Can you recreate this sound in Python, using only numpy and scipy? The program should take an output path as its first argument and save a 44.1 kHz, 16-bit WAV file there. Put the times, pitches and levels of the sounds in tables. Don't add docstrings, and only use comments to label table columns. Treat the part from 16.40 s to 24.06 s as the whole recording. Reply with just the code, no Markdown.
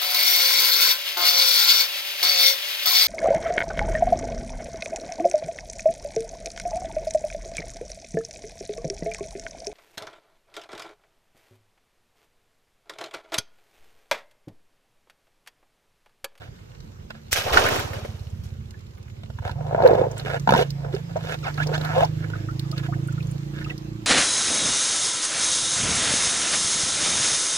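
import sys
import numpy as np
from scipy import signal
from scipy.fft import rfft, irfft, next_fast_len
from scipy.io import wavfile
from scipy.ndimage import uniform_filter1d

SR = 44100
rng = np.random.default_rng(int(sys.argv[2]) if len(sys.argv) > 2 else 0)


def to_wav(s):
    ch = np.atleast_2d(s).T
    pcm = np.round(np.clip(ch, -1, 1) * 32767)
    wavfile.write(sys.argv[1], SR, pcm.astype(np.int16))


N = 337806

# frequency_hz, relative_db
RASP_SPECTRUM = [(1500, 2), (2100, -3.5), (2800, 3.5), (3500, 1.5), (4100, -3.5), (6500, -12), (9000, -18),
                 (13000, -21), (15800, -24)]


def amp(db):
    return 10 ** (np.asarray(db) / 20)


def unit(x):
    return x / np.sqrt(np.mean(x ** 2) + 1e-20)


def at_frequency(points, hz):
    point_hz, value = np.transpose(points)
    return np.interp(np.log(hz + 1), np.log(point_hz + 1), value)


def follow(rows):
    times, *columns = np.transpose(rows)
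    t = np.arange(max(times[0], 0), times[-1], 1 / SR)
    return t[0], [np.interp(t, times, column) for column in columns]


def add(mix, start_s, sound):
    part = mix[round(start_s * SR):][:len(sound)]
    part += sound[:len(part)]


def filtered(x, order, hz, kind):
    return signal.sosfilt(signal.butter(order, hz, kind, fs=SR, output="sos"), x)


def resonate(x, hz, *widths_hz):
    carrier = np.exp(2j * np.pi * np.cumsum(np.full(len(x), hz)) / SR)
    for width_hz in widths_hz:
        pole = np.exp(-np.pi * width_hz / SR)
        x = 2 * (carrier * signal.lfilter([1 - pole], [1, -pole], x / carrier)).real
    return x


def coloured(x, spectrum):
    size = next_fast_len(len(x))
    gain = amp(at_frequency(spectrum, np.fft.rfftfreq(size, 1 / SR)))
    return unit(irfft(rfft(x, size) * gain, size)[:len(x)])


def levelled(x, window_s):
    window = round(window_s * SR)
    power = uniform_filter1d(uniform_filter1d(x ** 2, window), window)
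    return x / np.sqrt(abs(power) + .03 * np.mean(x ** 2) + 1e-20)


def pulses(rate_hz, jitter, spread_db):
    draw = rng.standard_normal((len(rate_hz) // 40 + 1, 2)).repeat(40, axis=0)[:len(rate_hz)]
    turns = np.cumsum(rate_hz * np.maximum(1 + jitter * draw[:, 0], 0)) / SR
    return (np.diff(np.floor(turns), prepend=0) > 0) * amp(spread_db * draw[:, 1])


def ring(hz, t60_s, rise_s, octaves=0):
    t = np.arange(round(np.clip(t60_s, .002, .2) * SR)) / SR
    turns = np.cumsum(hz * 2 ** (octaves * t / t60_s * 2)) / SR
    return np.sin(2 * np.pi * turns) * amp(-60 * t / t60_s) * (1 - np.exp(-t / rise_s))


def at_microphones(x, lag_samples, left_db, echo_db):
    opposed = 0.43
    tap, out = np.arange(600), np.zeros((2, N))
    direct = np.array([np.sinc(tap - 6), np.sinc(tap - 6 - lag_samples)])
    for k in range(3):
        echoes = rng.standard_normal((2, 600)) * (rng.random((2, 600)) < .1)
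        echoes *= amp(-tap * 0.04) * (tap > 14)
        echoes[1] = np.sqrt(1 - opposed ** 2) * echoes[1] - opposed * echoes[0]
        echoes = filtered(echoes, 2, 380, "high")
        echoes *= amp(echo_db) / np.linalg.norm(echoes, axis=1, keepdims=True)
        share = 2 / 3 * np.cos(np.pi * (16 * np.arange(N) / SR + k / 3)) ** 2
        out += signal.oaconvolve((x * share)[None], echoes + direct, axes=1)[:, 6:N + 6]
    return out * amp([[left_db / 2], [-left_db / 2]])


def air():
    # frequency_hz, relative_db
    spectrum = [(15, -38), (25, -39), (96, 3.5), (210, -14.5), (268, -23), (540, -21), (602, -28),
                (2140, -36), (2800, -37), (3290, -37.5), (7190, -43), (9420, -56), (14500, -51),
                (15700, -68)]
    # time_s, gain_db
    hiss = [(0.0, -57.5), (2.67, -58.5), (3.95, -50), (4.48, -53.5), (5.48, -43.5), (5.7, -50),
            (7.12, -50.5), (7.66, -53)]
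    # time_s, gain_db
    rumble = [(0, -63), (.8, -62), (1.5, -60), (7.66, -60)]
    # frequency_hz, correlation
    likeness = [(60, 0.93), (180, 0.83), (550, -0.56), (1650, -0.39), (4970, -0.28), (15000, 0.41)]
    mist_start_s, mist_rise_s, mist_top_db, mist_fall_db_per_s = 1.07, 0.2773, -30, 85
    frames, hz = N // 256 + 5, np.fft.rfftfreq(1024, 1 / SR)
    t = np.arange(frames) * 256 / SR
    left_re, left_im, apart_re, apart_im, patches = rng.standard_normal((frames, 513, 5)).T
    patches = unit(uniform_filter1d(uniform_filter1d(patches, 12, axis=0), 10, axis=1))
    same = at_frequency(likeness, hz)[:, None]
    left = left_re + 1j * left_im
    right = same * left + np.sqrt(1 - same ** 2) * (apart_re + 1j * apart_im)
    shape = amp(at_frequency(spectrum, hz))
    shape /= np.linalg.norm(shape[(hz > 2000) & (hz < 7000)])
    spectra = np.array([left * amp(-3), right]) * shape[:, None] * amp(2 * patches)
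    mist = np.clip((t - mist_start_s) / mist_rise_s, 0, 1) ** 2
    mist *= amp(mist_top_db - mist_fall_db_per_s * np.maximum(t - mist_start_s - mist_rise_s, 0))
    high_gain = np.hypot(amp(np.interp(t, *np.transpose(hiss))), mist)
    low_gain = amp(np.interp(t, *np.transpose(rumble)))
    spectra *= np.where(hz[:, None] > 250, high_gain, low_gain)
    return signal.istft(spectra, nperseg=1024, noverlap=768)[1][:, :N]


def far_engine():
    # time_s, firing_hz, level_db
    course = [(0, 20.7, -91), (.5, 29, -46.5), (.9, 33.4, -49), (1.6, 56, -52.5), (2.2, 29.2, -45.5),
              (2.6, 28.8, -45.5), (3, 33.3, -48.5), (4.5, 34.4, -53)]
    # pitch_hz, width_hz, level_db
    exhaust = [(217.2, 8, -5.5), (362.5, 43, -16.5)]
    out = np.zeros(N)
    start_s, (firing_hz, level_db) = follow(course)
    firings = pulses(firing_hz, jitter=0.06, spread_db=.6)
    drone = sum(amp(db) * unit(resonate(firings, hz, width, width)) for hz, width, db in exhaust)
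    add(out, start_s, drone * amp(level_db) * signal.windows.tukey(len(drone), .1))
    return out


def engine_idling():
    # time_s, firing_hz, level_db
    course = [(0.0, 18, -48), (0.63, 15.5, -84), (0.97, 15, -38), (1.29, 15, -32.5), (1.68, 16.8, -33),
              (2.22, 15.5, -34.5), (2.34, 17, -44), (2.8, 17.5, -39.5), (3.05, 19.5, -30.5),
              (3.2, 20, -28.5)]
    out, boom_hz = np.zeros(N), 91.3
    start_s, (firing_hz, level_db) = follow(course)
    firings = pulses(firing_hz, jitter=0.55, spread_db=2.8)
    boom = filtered(resonate(firings, boom_hz, 52, 71), 3, [45, 170], "band")
    add(out, start_s, amp(level_db) * levelled(boom, 0.041) * signal.windows.tukey(len(boom), .04))
    return out


def engine_pulling():
    # time_s, firing_hz, low_db, main_db, upper_db, main_hz
    course = [(3.1, 24.57, -40, -31, -72, 140), (3.3, 24.83, -37.5, -30.5, -70, 140),
              (3.59, 26.26, -37, -31.5, -64, 140.6), (3.77, 27.46, -36, -37, -65, 140),
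              (4.03, 28.17, -47, -29, -59, 144), (4.5, 28.02, -47, -31, -63, 140),
              (4.69, 28.26, -38.5, -34.5, -63, 160), (5.08, 24.27, -45, -34, -56, 144),
              (5.21, 24.82, -46, -26.5, -50.5, 154), (5.54, 25.72, -32.5, -28.5, -50, 155),
              (5.79, 25.82, -36.5, -27.5, -46.5, 145), (5.93, 26.1, -30, -32.5, -47.5, 151.5),
              (6.03, 26, -33, -34.5, -42.5, 137), (6.28, 27.35, -42, -28.5, -46, 144.7),
              (6.6, 27.37, -35, -27, -40.5, 143.6), (6.88, 27.47, -35.5, -27.5, -53, 149.2),
              (7.1, 28.72, -51, -33.5, -43.5, 146.3), (7.56, 28.57, -32, -36, -41.5, 151.6),
              (7.67, 28.6, -32, -53, -42, 152)]
    # harmonic_number, level_db
    weak_harmonics = [(2, -47.5), (3, -90), (8, -58), (9, -62.5)]
    out, low_hz, upper_hz = np.zeros(N), 106.5, 320.7
    start_s, (firing_hz, low_db, main_db, upper_db, main_hz) = follow(course)
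    exhaust = [(low_db, low_hz, 7.1), (main_db, main_hz, 16.7), (upper_db, upper_hz, 22)]
    turns = np.cumsum(firing_hz) / SR + 0.298
    phase = 2 * np.pi * turns
    firing_size = uniform_filter1d(amp(1.06 * rng.standard_normal(200))[turns.astype(int)], 500)
    tone = sum(amp(db) * np.cos(k * (phase - 0.7)) for k, db in weak_harmonics)
    tone += amp(upper_db - 3) * np.cos(7 * phase - 3.8)
    for k in (4, 5, 6, 10, 11, 12, 13):
        gain = sum(amp(db) / (1 + ((k * firing_hz - hz) / half_width_hz) ** 2)
                   for db, hz, half_width_hz in exhaust)
        tone += gain * np.cos(k * (phase - (0.54 if k < 10 else 0.882)))
    fade_in = np.minimum(np.arange(len(tone)) / (.1 * SR), 1)
    add(out, start_s, np.sqrt(2) * tone * firing_size * fade_in)
    return out


def droplets(count, per_s, low_hz, high_hz, cycles, spread_db):
    out = np.zeros(count)
    for hz in np.geomspace(low_hz, high_hz, num=40):
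        sizes = amp(spread_db * np.minimum(rng.exponential(1, count), 5))
        hits = rng.random(count) < per_s / 40 / SR
        bubble = unit(ring(hz, cycles / hz, 0.067 / hz, octaves=0.23)) * np.sqrt(hz)
        out += signal.oaconvolve(sizes * hits, bubble)[:count]
    return out


def drips():
    # start_s, level_db, pitch_hz, t60_s, rise_octaves
    plops = [(1.172, 4, 1380, 0.0075, 0.19), (1.225, -22, 550, .031, 0.17), (1.265, -13, 1620, 0.016, 0.27),
             (1.533, -34, 527, 0.14, 0.23), (1.584, -29, 550, 0.021, 0.3), (1.649, -22, 477, 0.014, 0.2),
             (2.342, -44.5, 1667, 0.048, 0.12), (5.935, -29, 1450, 0.027, .1), (5.952, -38, 1252, .04, .15),
             (6.087, -31, 1308, .07, 0.17), (6.25, -44, 1190, 0.028, .1), (6.328, -35.5, 1219, 0.04, .1),
             (6.323, -42, 669, 0.12, 0.14), (6.486, -37, 698, 0.12, 0.14), (6.524, -31, 1057, 0.046, 1.34),
             (6.539, -34, 1610, .03, 0.052), (6.561, -42, 705, 0.087, .1), (6.685, -38, 1413, 0.044, 0.11),
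             (6.725, -43, 1320, 0.041, .1), (6.779, -35, 1328, 0.036, 0.16),
             (6.804, -40, 2490, 0.028, 0.054), (7.215, -33.5, 1664, 0.026, .2),
             (7.246, -36, 2610, 0.029, 0.094), (7.262, -37, 1250, .04, .1), (7.3, -32.5, 2616, 0.026, .05),
             (7.306, -31.5, 1890, 0.031, .1)]
    # start_s, level_db, pitch_hz
    ticks = [(1.1494, -33, 1590), (1.287, -16, 1640), (1.3594, -23, 1710), (1.3944, -23.5, 1480),
             (1.4244, -36, 1560), (1.4394, -47, 1550), (1.5334, -29, 1700), (1.6496, -35, 1740),
             (1.7938, -47, 4100), (1.9013, -46, 7110), (2.58, -48, 1730), (2.6823, -49, 1708),
             (3.0771, -40, 4030), (3.1125, -40, 4250), (3.4243, -36, 4030), (3.4737, -26.5, 4140),
             (3.535, -37, 4580), (3.7136, -34.5, 6300), (3.7795, -28, 7860), (3.797, -30, 4230),
             (3.8508, -48, 4226), (3.997, -34, 5800), (4.0783, -44, 5730), (4.0923, -37, 4040),
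             (4.2739, -52.5, 4970), (4.3048, -29, 4880), (4.5487, -33.5, 4870), (4.7682, -39, 5790),
             (5.1419, -36, 4600), (5.1748, -38, 4000), (5.2701, -27, 5060), (5.3404, -28.5, 4100),
             (5.3784, -31.5, 4064), (5.4123, -32, 3960), (5.4487, -28.5, 4010), (5.6477, -26, 4900),
             (5.8842, -47, 4030), (6.1945, -27, 4190), (6.3147, -29, 4820), (6.3791, -29, 4150),
             (6.6739, -35.5, 8740), (6.7238, -37, 6970), (6.8276, -41, 3935), (6.8705, -40, 7040),
             (6.9124, -32.5, 8600), (7.2431, -37.5, 5026), (7.3788, -35, 5150)]
    out = np.zeros(N)
    for start_s, db, hz, t60_s, octaves in plops:
        add(out, start_s, amp(db) * ring(hz, t60_s, 0.00024, octaves))
        slap = ring(1.4 * hz, 0.31 * t60_s, 0.00026, octaves=-0.16)
        add(out, start_s - .002, amp(db - 14) * slap)
    spatter = droplets(N, per_s=90, low_hz=465, high_hz=4800, cycles=3.1, spread_db=2.8)
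    out += amp(-70) * unit(spatter)
    t = np.arange(500) / SR
    for start_s, db, hz in ticks:
        t60_s = 0.0092 * (1000 / hz) ** 0.52
        edge = np.diff(rng.standard_normal(501)) * amp(-9.5 - 60 * t / t60_s)
        add(out, start_s, amp(db) * edge * (1 - np.exp(-t / 0.00012)))
        add(out, start_s, amp(db + 8) * ring(hz, 0.53 * t60_s, 1e-4))
    return out


def rubber_creaks():
    # start_s, length_s, swell_share, swell_db, top_db, body_hz, second_db, rasp_db
    strokes = [(0.0, 0.094, 0.27, 2.6, -51.5, 630, -0.5, -2), (0.699, 0.019, 0.14, 3, -45.5, 676, 6, -1),
               (.74, 0.065, 0.18, 8, -57, 566, 3, 0), (3.015, 0.12, 0.31, 15, -35, 655, -9.5, -12.5),
               (3.15, .285, 0.93, 18.4, -28, 620, -33, -50), (3.425, 0.056, 0.53, 15, -13, 520, -40, -38),
               (3.47, 0.12, 0.11, 1.5, -19.5, 495, -35, -46), (3.56, 0.13, 0.19, 4, -24, 500, -45, -39),
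               (3.69, 0.084, 0.42, 3, -38, 536, -25, -32), (3.76, 0.084, 0.27, 3.3, -41, 570, -8, -3.5),
               (3.855, .13, 0.77, 5.5, -30, 577, -4, -12), (4.155, .083, 0.76, 1.1, -20.5, 500, -15.5, -10),
               (4.23, 0.062, .15, 3, -42.5, 466, -15, -9), (4.35, 0.19, 0.58, 19, -39, 602, -18, -33),
               (4.52, .1, 0.085, 5.1, -38.5, 427, -11, -7.5), (4.69, 0.055, 0.24, 4, -47, 594, -4, -11),
               (4.752, 0.046, 0.12, 8, -30.5, 644.7, -17, -30),
               (4.79, 0.17, 0.8, 19.4, -34, 570, -2.5, -1.5), (5.04, 0.071, 0.59, 9, -34, 695, 0.5, -8),
               (5.175, 0.062, 0.38, 7.6, -35.5, 690, 2.5, -9), (5.21, 0.039, 0.66, 7.4, -49, 688, -5, 10),
               (5.255, 0.064, 0.61, 11, -31, 565, -39, -35),
               (5.32, 0.053, 0.53, 6.3, -30.5, 670, -2.5, -13),
               (5.385, 0.2, 0.58, 15, -36.5, 700, 3.5, -26),
               (5.53, 0.13, 0.67, 8.7, -21.5, 680, -21, -13.5), (5.65, 0.052, .1, 3, -45, 600, -16, -3),
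               (5.755, 0.12, 0.74, 14, -46, 486, 0.5, -9), (5.89, .2, .22, 12, -47.5, 464, -3, -15),
               (6.36, 0.053, .5, 4, -49, 424.6, 4, 5.5), (6.427, 0.046, .8, 1.7, -56, 430, 12, 10),
               (7.13, 0.14, .4, 8, -52.5, 399.4, 7, 3), (7.24, 0.094, 0.68, 14, -46, 444, -7, 1)]
    out, slips_per_s, fade_db = np.zeros(N), 170, -16
    for start_s, length_s, swell_share, swell_db, top_db, body_hz, second_db, rasp_db in strokes:
        count = round(length_s * SR)
        progress = np.arange(count) / (length_s * SR)
        swell_left = np.maximum(1 - progress / swell_share, 0)
        fade = np.maximum((progress - swell_share) / (1 - swell_share), 0) ** 2
        level_db = top_db - swell_db * swell_left + fade_db * fade
        second_hz = 1368 * (620 / body_hz) ** 0.27 * (1 + 0.034 * (progress - .5))
        slips = pulses(np.full(count, slips_per_s), jitter=.65, spread_db=3.3)
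        slips += 0.0097 * rng.standard_normal(count)
        body = levelled(filtered(resonate(slips, body_hz, 305, 440), 4, 340, "high"), 0.029)
        second = levelled(resonate(slips, second_hz, 410, 1800), 0.17)
        gate = 0.5 + signal.lfilter([1], [1, -np.exp(-1 / (0.001 * SR))], slips)
        rasp = levelled(gate * coloured(rng.standard_normal(count), RASP_SPECTRUM), 0.03)
        creak = body + amp(second_db) * second + amp(rasp_db) * rasp
        edges = signal.windows.tukey(count, min(0.0041 / length_s, 1))
        add(out, start_s, amp(level_db) * creak * edges)
    return out


def rubber_slips():
    # start_s, level_db, body_hz, second_db, rasp_db
    slips = [(0.704, -30, 614, 4, -1), (2.834, -32.5, 638, -3, -2), (2.901, -27, 619, -1, -10),
             (2.987, -20.5, 1016, -.6, -15), (3.053, -19, 500, -13, -24), (3.094, -16, 905, 1.5, -16),
             (3.114, -31, 540, -7, 1.5), (3.188, -22, 720, -23, -27), (3.209, -23, 535, -4, -24),
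             (3.267, -23, 574, -1, -15), (3.31, -14, 610, -4, -42), (3.327, -10, 560, -11, -48),
             (3.347, 0.5, 630, -8, -38.5), (3.378, -9, 630, -17, -47), (3.389, -8, 885, -12, -45),
             (3.403, -1, 673, -13, -42), (3.421, 0, 706, -9, -32), (3.433, -8, 530, -13, -43),
             (3.447, -8, 524, -22, -38), (3.495, 1.5, 614, -17, -43), (3.51, -2.2, 425, -21, -32),
             (3.532, 2.3, 535, -25, -42), (3.551, -0.5, 580, -23, -24.5), (3.594, -6, 550, -33, -24),
             (3.615, -0.7, 473, -30, -30), (3.657, -10, 635, -27, -31), (3.668, -8.5, 507, -22, -43),
             (3.849, -22.5, 429, -5, -6), (3.859, -20.5, 640, -1, -4), (4.0742, .4, 840, -3.5, -23),
             (4.0905, 3.5, 860, -7, -16.5), (4.106, -.4, 744, -6, -11), (4.122, 1.5, 541, -1, -16),
             (4.1367, 2.5, 891, -2, -16), (4.149, 1.7, 950, -2, -19), (4.159, -12, 537, -24, -12),
             (4.177, -16, 530, -19, 1), (4.19, -4, 530, -3, -19), (4.447, -23.5, 485, 5, -20),
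             (4.541, -16, 384, -3, -30), (4.846, -20, 540, -10, -21), (5.267, -25, 493, -6, -20),
             (5.289, -21, 486, 0, -33), (5.316, -13, 460, -8, -30), (5.343, -36, 620, .4, -17),
             (5.378, -18.5, 640, 0, -10), (5.411, -20.5, 537.6, 6, -7), (5.433, -24, 943, -8, -27),
             (5.445, -29, 653, 3, -8), (5.9, -29.5, 536, 6, -2.5)]
    thud_hz, second_hz, body_cycles, rasp_t60_s = 198, 1368, 9.25, .012
    out, t = np.zeros(N), np.arange(600) / SR
    rasp_envelope = amp(-60 * t / rasp_t60_s) * (1 - np.exp(-t / 0.00088))
    for start_s, db, body_hz, second_db, rasp_db in slips:
        add(out, start_s, amp(db - 3 + 0.34 * rasp_db) * ring(thud_hz, 0.028, 0.0017))
        add(out, start_s, amp(db) * ring(body_hz, body_cycles / body_hz, 0.00081, octaves=0.032))
        add(out, start_s, amp(db + second_db) * ring(second_hz, 0.0072, 0.0013))
        rasp = coloured(rng.standard_normal(600), RASP_SPECTRUM)
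        add(out, start_s, amp(db + rasp_db) * rasp_envelope * rasp)
    return out


def rubber_squeaks():
    # start_s, length_s, first_hz, last_hz, level_db, fall_per_overtone_db
    squeaks = [(3.447, 0.023, 513, 535, -4, 36), (4.535, .024, 370, 393, -25.5, 20),
               (4.757, 0.019, 549, 684, -19.5, 33), (5.028, 0.056, 1450, 716, -36, 4),
               (5.188, 0.0393, 1306, 1800, -27, 15), (5.224, 0.016, 1770, 2880, -35, 6.5),
               (5.332, 0.036, 1222, 1850, -30, 5), (5.561, 0.053, 509.5, 567, -19, 11.5),
               (5.618, 0.0297, 560, 953, -18.5, 20), (3.624, 0.02, 790, 850, -23.5, 25)]
    out = np.zeros(N)
    for start_s, length_s, first_hz, last_hz, db, fall_db in squeaks:
        progress = np.arange(round(length_s * SR)) / (length_s * SR)
        hz = first_hz * (last_hz / first_hz) ** progress
        waver = .12 * uniform_filter1d(rng.standard_normal(len(hz)), 60)
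        turns = np.cumsum(hz * (1 + waver)) / SR
        tone = sum(amp(-fall_db * k) * np.sin(2 * np.pi * (k + 1) * turns) for k in range(5))
        add(out, start_s, amp(db) * tone * np.sin(np.pi * progress ** 0.84) ** 0.52)
    return out


def splash():
    # start_s, rise_s, level_db, t60_s, gurgle_db, fizz_db
    swells = [(0.907, 0.024, -24.5, 0.062, -13.5, 3), (0.936, 0.026, -24, 0.39, -4.5, -7.5),
              (1.028, 0.039, -34.5, 1.5, 7, -8), (1.117, 0.016, -24.5, 0.66, 5, -9),
              (1.165, 0.0075, -22.5, 0.3, 3.5, -12), (1.19, 0.055, -26, 0.37, 1, -11.5),
              (1.29, 0.027, -32.5, .5, 4.5, -6.5), (1.385, .012, -39, 0.27, 0, -4),
              (1.52, 0.022, -42.5, 0.61, 1, -9), (1.62, .03, -50, 0.15, 4.5, -9),
              (1.6, 0.072, -63, 2.2, -6, 2), (2.018, 0.022, -60, 0.29, -22.5, 4)]
    # frequency_hz, relative_db
    spectrum = [(530, -29.5), (900, -17), (967, -19), (1380, -3), (2110, -6.5), (2940, -2.5), (6030, -18),
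                (8140, -30.5), (13800, -30), (15700, -36.5)]
    out, count = np.zeros(N), 3 * SR
    t, power = np.arange(count) / SR, np.zeros((3, count))
    for start_s, rise_s, db, t60_s, gurgle_db, fizz_db in swells:
        attack = np.clip((t - start_s) / rise_s, 0, 1) ** 2
        decay = amp(db - 60 * np.maximum(t - start_s - rise_s, 0) / t60_s)
        power += (attack * decay * amp([[0], [gurgle_db], [fizz_db]])) ** 2
    drops = droplets(count, per_s=5000, low_hz=1020, high_hz=15000, cycles=9.5, spread_db=3.5)
    spray = coloured(unit(drops) + 0.5 * rng.standard_normal(count), spectrum)
    fizz = unit(filtered(spray, 4, 6800, "high"))
    body = unit(filtered(spray, 4, 6800, "low"))
    bubbles = droplets(count, per_s=1200, low_hz=385, high_hz=1300, cycles=31, spread_db=2.9)
    gurgle = levelled(bubbles, .05)
    add(out, 0, (np.sqrt(power / 2) * [body, gurgle, fizz]).sum(axis=0))
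    return out


def burst():
    # start_s, level_db, pitch_hz, t60_s
    landings = [(1.121, -16.5, 63.3, 0.24), (1.151, -18.5, 85, 0.19)]
    out, snap_s, tear_t60_s = np.zeros(N), .9297, .008
    add(out, snap_s - .0002, amp(-1) * ring(2000, 0.0032, 5e-5))
    add(out, snap_s, amp(1) * ring(7800, 0.0025, 3e-5))
    add(out, snap_s - .0001, amp(-6) * ring(11500, 0.00094, 2e-5))
    tear = amp(-15 - 60 * np.arange(2000) / SR / tear_t60_s) * rng.standard_normal(2000)
    add(out, snap_s, tear)
    add(out, snap_s, amp(-20) * ring(78, 0.042, .002))
    for start_s, db, hz, t60_s in landings:
        add(out, start_s, amp(db) * ring(hz, t60_s, .008))
    return out


def scene():
    mix = at_microphones(splash(), lag_samples=0.58, left_db=0.6, echo_db=3.6)
    mix += at_microphones(splash(), lag_samples=6.7, left_db=-5, echo_db=-3)
    mix += at_microphones(burst(), lag_samples=3.2, left_db=-2.1, echo_db=-18.5)
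    rubber = rubber_creaks() + rubber_slips() + rubber_squeaks()
    mix += at_microphones(rubber, lag_samples=7, left_db=-3.5, echo_db=4.2)
    mix += at_microphones(drips(), lag_samples=1.9, left_db=-2, echo_db=10.45)
    engines = engine_idling() + engine_pulling() + far_engine()
    mix += at_microphones(engines, lag_samples=5, left_db=-4, echo_db=-39.5)
    return mix + air()


def record(dry):
    overloaded = np.tanh(dry / 1.14) * 1.096
    low_pass = signal.firwin(511, 15870, window=("kaiser", 9), fs=SR)
    return signal.oaconvolve(overloaded, low_pass[None], "same")


dry = scene()
out = record(dry)
to_wav(out)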